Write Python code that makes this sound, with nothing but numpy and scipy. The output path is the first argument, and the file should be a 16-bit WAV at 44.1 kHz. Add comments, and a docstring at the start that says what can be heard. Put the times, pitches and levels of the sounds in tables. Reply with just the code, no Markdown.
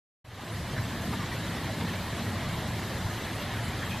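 """Open air beside a leafy animal enclosure. A low rumble, as of distant traffic and machinery, lies
under a broad wash of far noise and a thin hiss of air and foliage. Each is spectrally shaped noise
whose bands fluctuate independently in amplitude. Faint knocks, chirps and leaf rustles are brief
swells of noise in one resonance. The sound opens after a quarter second of silence and rises to its
full level; only the hiss differs between left and right, so it alone sounds wide."""
import sys
import numpy as np
from scipy import signal
from scipy.fft import rfft, irfft
from scipy.io import wavfile

SR = 44100
rng = np.random.default_rng(int(sys.argv[2]) if len(sys.argv) > 2 else 0)


def digitize_waveform(pressure):
    """Quantize a signal to 16-bit integers and store it at the path in sys.argv[1].

    Rows of a 2-D input are taken as channels; values are limited to [-1, 1].
    """
    field = np.atleast_2d(pressure).T
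    bounded = np.clip(field, -1, 1)
    quanta = np.round(bounded * 32767).astype(np.int16)
    wavfile.write(sys.argv[1], SR, quanta)


N = 176400
TIME = np.arange(N) / SR
FREQS = np.maximum(np.fft.rfftfreq(N, 1 / SR), 1)

# rms of each layer where its envelope stands at 0 dB
DEEP_RUMBLE_DB, UPPER_RUMBLE_DB, WASH_DB, HISS_DB = -36.5, -38, -38.5, -48.5

# Amplitude envelopes of the layers: time_s, gain_db
DEEP_RUMBLE_ENVELOPE = [(.25, -16), (.31, -9), (.44, -12), (.5, 0.5), (.65, 2), (.8, -2), (.95, -0.5),
                        (1.4, -1), (2.0, 0), (2.5, -0.5), (2.9, 0), (3.6, 1), (4, 0)]
UPPER_RUMBLE_ENVELOPE = [(.25, -23), (.45, -7), (.6, -6), (.8, -2.5), (1.08, 1.5), (1.5, -1.5), (1.85, 2.5),
                         (2.05, -4), (2.25, 1.5), (2.47, -2.5), (2.65, -1), (3.1, -3.5), (3.65, -3),
                         (4, -1)]
WASH_ENVELOPE = [(.25, -15), (.36, -7.5), (.5, -2.5), (.75, -1), (1.15, .5), (1.7, 0.9), (2.4, 1),
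                 (3.05, -0.15), (3.6, 1), (4, 0.1)]
HISS_ENVELOPE = [(.25, -17), (.37, -8.5), (.52, -2), (.9, 0), (1.2, 0.1), (1.7, .7), (2.2, 0), (2.8, 0.8),
                 (3.3, 0.6), (3.75, -0.6), (4, 0.7)]
# Spectral shapes of the layers: frequency_hz, relative_density_db
DEEP_RUMBLE_SPECTRUM = [(12, -27), (25, -24), (45, -12.5), (62, -10.5), (78, -3.5), (86, -5), (97, -2),
                        (110, 0.5), (124, -3), (143, -8), (175, -14.5), (300, -37)]
UPPER_RUMBLE_SPECTRUM = [(100, -38), (145, -5.5), (163, 0), (185, 0), (203, -2.5), (238, -2), (265, -6),
                         (330, -11), (480, -21), (900, -47)]
WASH_SPECTRUM = [(120, -23.5), (330, 0), (470, -2.5), (620, 0), (800, -1.65), (1050, -1.04), (1300, -5),
                 (1520, -5), (1680, -2.5), (1920, -3), (2200, -5.5), (2500, -9.5), (3050, -7.5),
                 (3380, -8.5), (4170, -9), (4300, -12), (5300, -21), (8000, -25)]
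HISS_SPECTRUM = [(3000, -59), (3650, -33), (3880, -3.5), (4400, 3), (5000, 4.5), (5500, 1.5), (7000, 1.5),
                 (8200, 0.5), (9000, -2.5), (11200, -2.5), (12300, 3), (13100, -4)]
# Dull bumps in the rumble: peak_s, centre_hz, level_db
RUMBLE_BUMPS = [(.748, 110, -31), (.793, 108, -31), (1.885, 133, -38), (2.47, 166, -35), (2.49, 101, -33),
                (3.06, 108, -29)]
# Far knocks, chirps and rustles: peak_s, half_length_s, centre_hz, bandwidth_hz, level_db
FAINT_EVENTS = [(0.781, 0.021, 1600, 700, -37), (1.136, 0.014, 960, 550, -33.5),
                (1.213, 0.018, 1200, 80, -40), (1.21, .04, 5370, 500, -54), (1.566, 0.027, 5500, 1400, -52),
                (1.665, 0.02, 2160, 90, -45), (2.474, 0.034, 1140, 70, -46), (3.17, 0.2, 6000, 400, -60),
                (3.44, .04, 4100, 70, -51), (3.653, 0.056, 10200, 2600, -54),
                (3.831, 0.013, 1740, 450, -35), (3.93, 0.04, 2510, 160, -42),
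                (3.888, 0.17, 3225, 60, -48.5)]


def rumble():
    """Superposition: two low noise bands swell separately, and brief resonant bumps add to them."""
    deep = from_db(DEEP_RUMBLE_DB) * envelope(DEEP_RUMBLE_ENVELOPE)
    deep *= shaped_noise(DEEP_RUMBLE_SPECTRUM, flicker_db=1, bands=8)
    upper = from_db(UPPER_RUMBLE_DB) * envelope(UPPER_RUMBLE_ENVELOPE)
    upper *= shaped_noise(UPPER_RUMBLE_SPECTRUM, flicker_db=1, bands=8)
    bumps = sum(resonant_swell(peak_s, 0.027, centre_hz, bandwidth_hz=63, level_db=level_db)
                for peak_s, centre_hz, level_db in RUMBLE_BUMPS)
    return deep + upper + bumps


def far_wash():
    """Incoherent summation: far sounds blend into midrange noise; a narrow resonance adds a thin ring."""
    midrange = from_db(WASH_DB) * shaped_noise(WASH_SPECTRUM, flicker_db=2.5, bands=72)
    ring = from_db(-65.5) * unit_rms(resonant_noise(centre_hz=3210, bandwidth_hz=70))
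    return envelope(WASH_ENVELOPE) * (midrange + ring)


def foliage_hiss(correlation=0.19):
    """Decorrelation: the hiss of air and leaves sounds wide because left and right are barely alike."""
    mid = shaped_noise(HISS_SPECTRUM, flicker_db=3, bands=24)
    side = shaped_noise(HISS_SPECTRUM, flicker_db=3, bands=24) * np.array([[1], [-1]])
    stereo = np.sqrt(1 + correlation) * mid + np.sqrt(1 - correlation) * side
    return from_db(HISS_DB) * envelope(HISS_ENVELOPE) * unit_rms(stereo)


def knocks_chirps_rustles():
    """Partial masking: small, far, band-limited sounds barely clear the surrounding noise."""
    return sum(resonant_swell(*event) for event in FAINT_EVENTS)


def shaped_noise(spectrum, flicker_db, bands):
    """Spectral shaping: coloured noise of unit rms, in overlapping bands that each flicker alone."""
    frequency_hz, density_db = np.transpose(spectrum)
    top_hz = frequency_hz.max()
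    colour = from_db(np.interp(np.log(FREQS), np.log(frequency_hz), density_db))
    colour /= 1 + (FREQS / (2 * top_hz)) ** 2   # rolls off beyond the table
    coloured = colour * white_spectrum()
    band_position = np.minimum(FREQS / top_hz, 1) * (bands - 1)
    noise = np.zeros(N)
    for band in range(bands):
        triangle = np.maximum(1 - abs(band_position - band), 0)
        noise += irfft(coloured * triangle, N) * flicker(flicker_db, corner_hz=20)
    common_sway = flicker(depth_db=0.37, corner_hz=15)
    return unit_rms(noise * common_sway)


def resonant_swell(peak_s, half_length_s, centre_hz, bandwidth_hz, level_db):
    """Amplitude modulation: a Gaussian envelope lifts resonant noise to about level_db rms at its peak."""
    bell = np.exp(-2 * ((TIME - peak_s) / half_length_s) ** 2)
    swell = bell * resonant_noise(centre_hz, bandwidth_hz)
    return from_db(level_db) * swell * np.sqrt(np.sum(bell ** 2) / np.sum(swell ** 2))


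def resonant_noise(centre_hz, bandwidth_hz):
    """Resonance: one peak selects a band of white noise, bandwidth_hz wide at 6 dB down."""
    detuning = 2 * (FREQS - centre_hz) / bandwidth_hz
    return irfft(white_spectrum() / (1 + detuning ** 2), N)


def flicker(depth_db, corner_hz, points=1024):
    """Random modulation: low-passed noise moves a gain by depth_db rms."""
    modulation_hz = np.fft.rfftfreq(points, N / SR / points)
    spectrum = rfft(rng.standard_normal(points)) / (1 + (modulation_hz / corner_hz) ** 2)
    gain = from_db(depth_db * unit_rms(irfft(spectrum, points)))
    return np.interp(TIME, np.linspace(0, N / SR, points), gain)


def white_spectrum():
    """White noise has equal mean power at every frequency; this is the spectrum of a fresh draw."""
    return rfft(rng.standard_normal(N))


def envelope(points):
    """Exponential growth and decay: the gain runs straight in decibels from point to point."""
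    return from_db(np.interp(TIME, *np.transpose(points)))


def from_db(db):
    """The decibel scale: 20 dB is a factor of ten in amplitude."""
    return 10 ** (np.asarray(db) / 20)


def unit_rms(x):
    """Normalisation to a mean power of one."""
    return x / np.sqrt(np.mean(x ** 2) + 1e-20)


def scene():
    """Linear superposition: the pressures of all sources add at the microphone."""
    return rumble() + far_wash() + foliage_hiss() + knocks_chirps_rustles()


def record(dry):
    """Gating and band limiting: a short ramp ends the silence, and a steep low-pass cuts the top treble."""
    silence_s, ramp_s, cutoff_hz = 0.2428, 0.0071, 13100
    opened = dry * np.clip((TIME - silence_s) / ramp_s, 0, 1)
    low_pass = signal.ellip(14, 0.1, 90, cutoff_hz, fs=SR, output="sos")
    return signal.sosfilt(low_pass, opened + 1e-18)


dry = scene()
out = record(dry)
digitize_waveform(out)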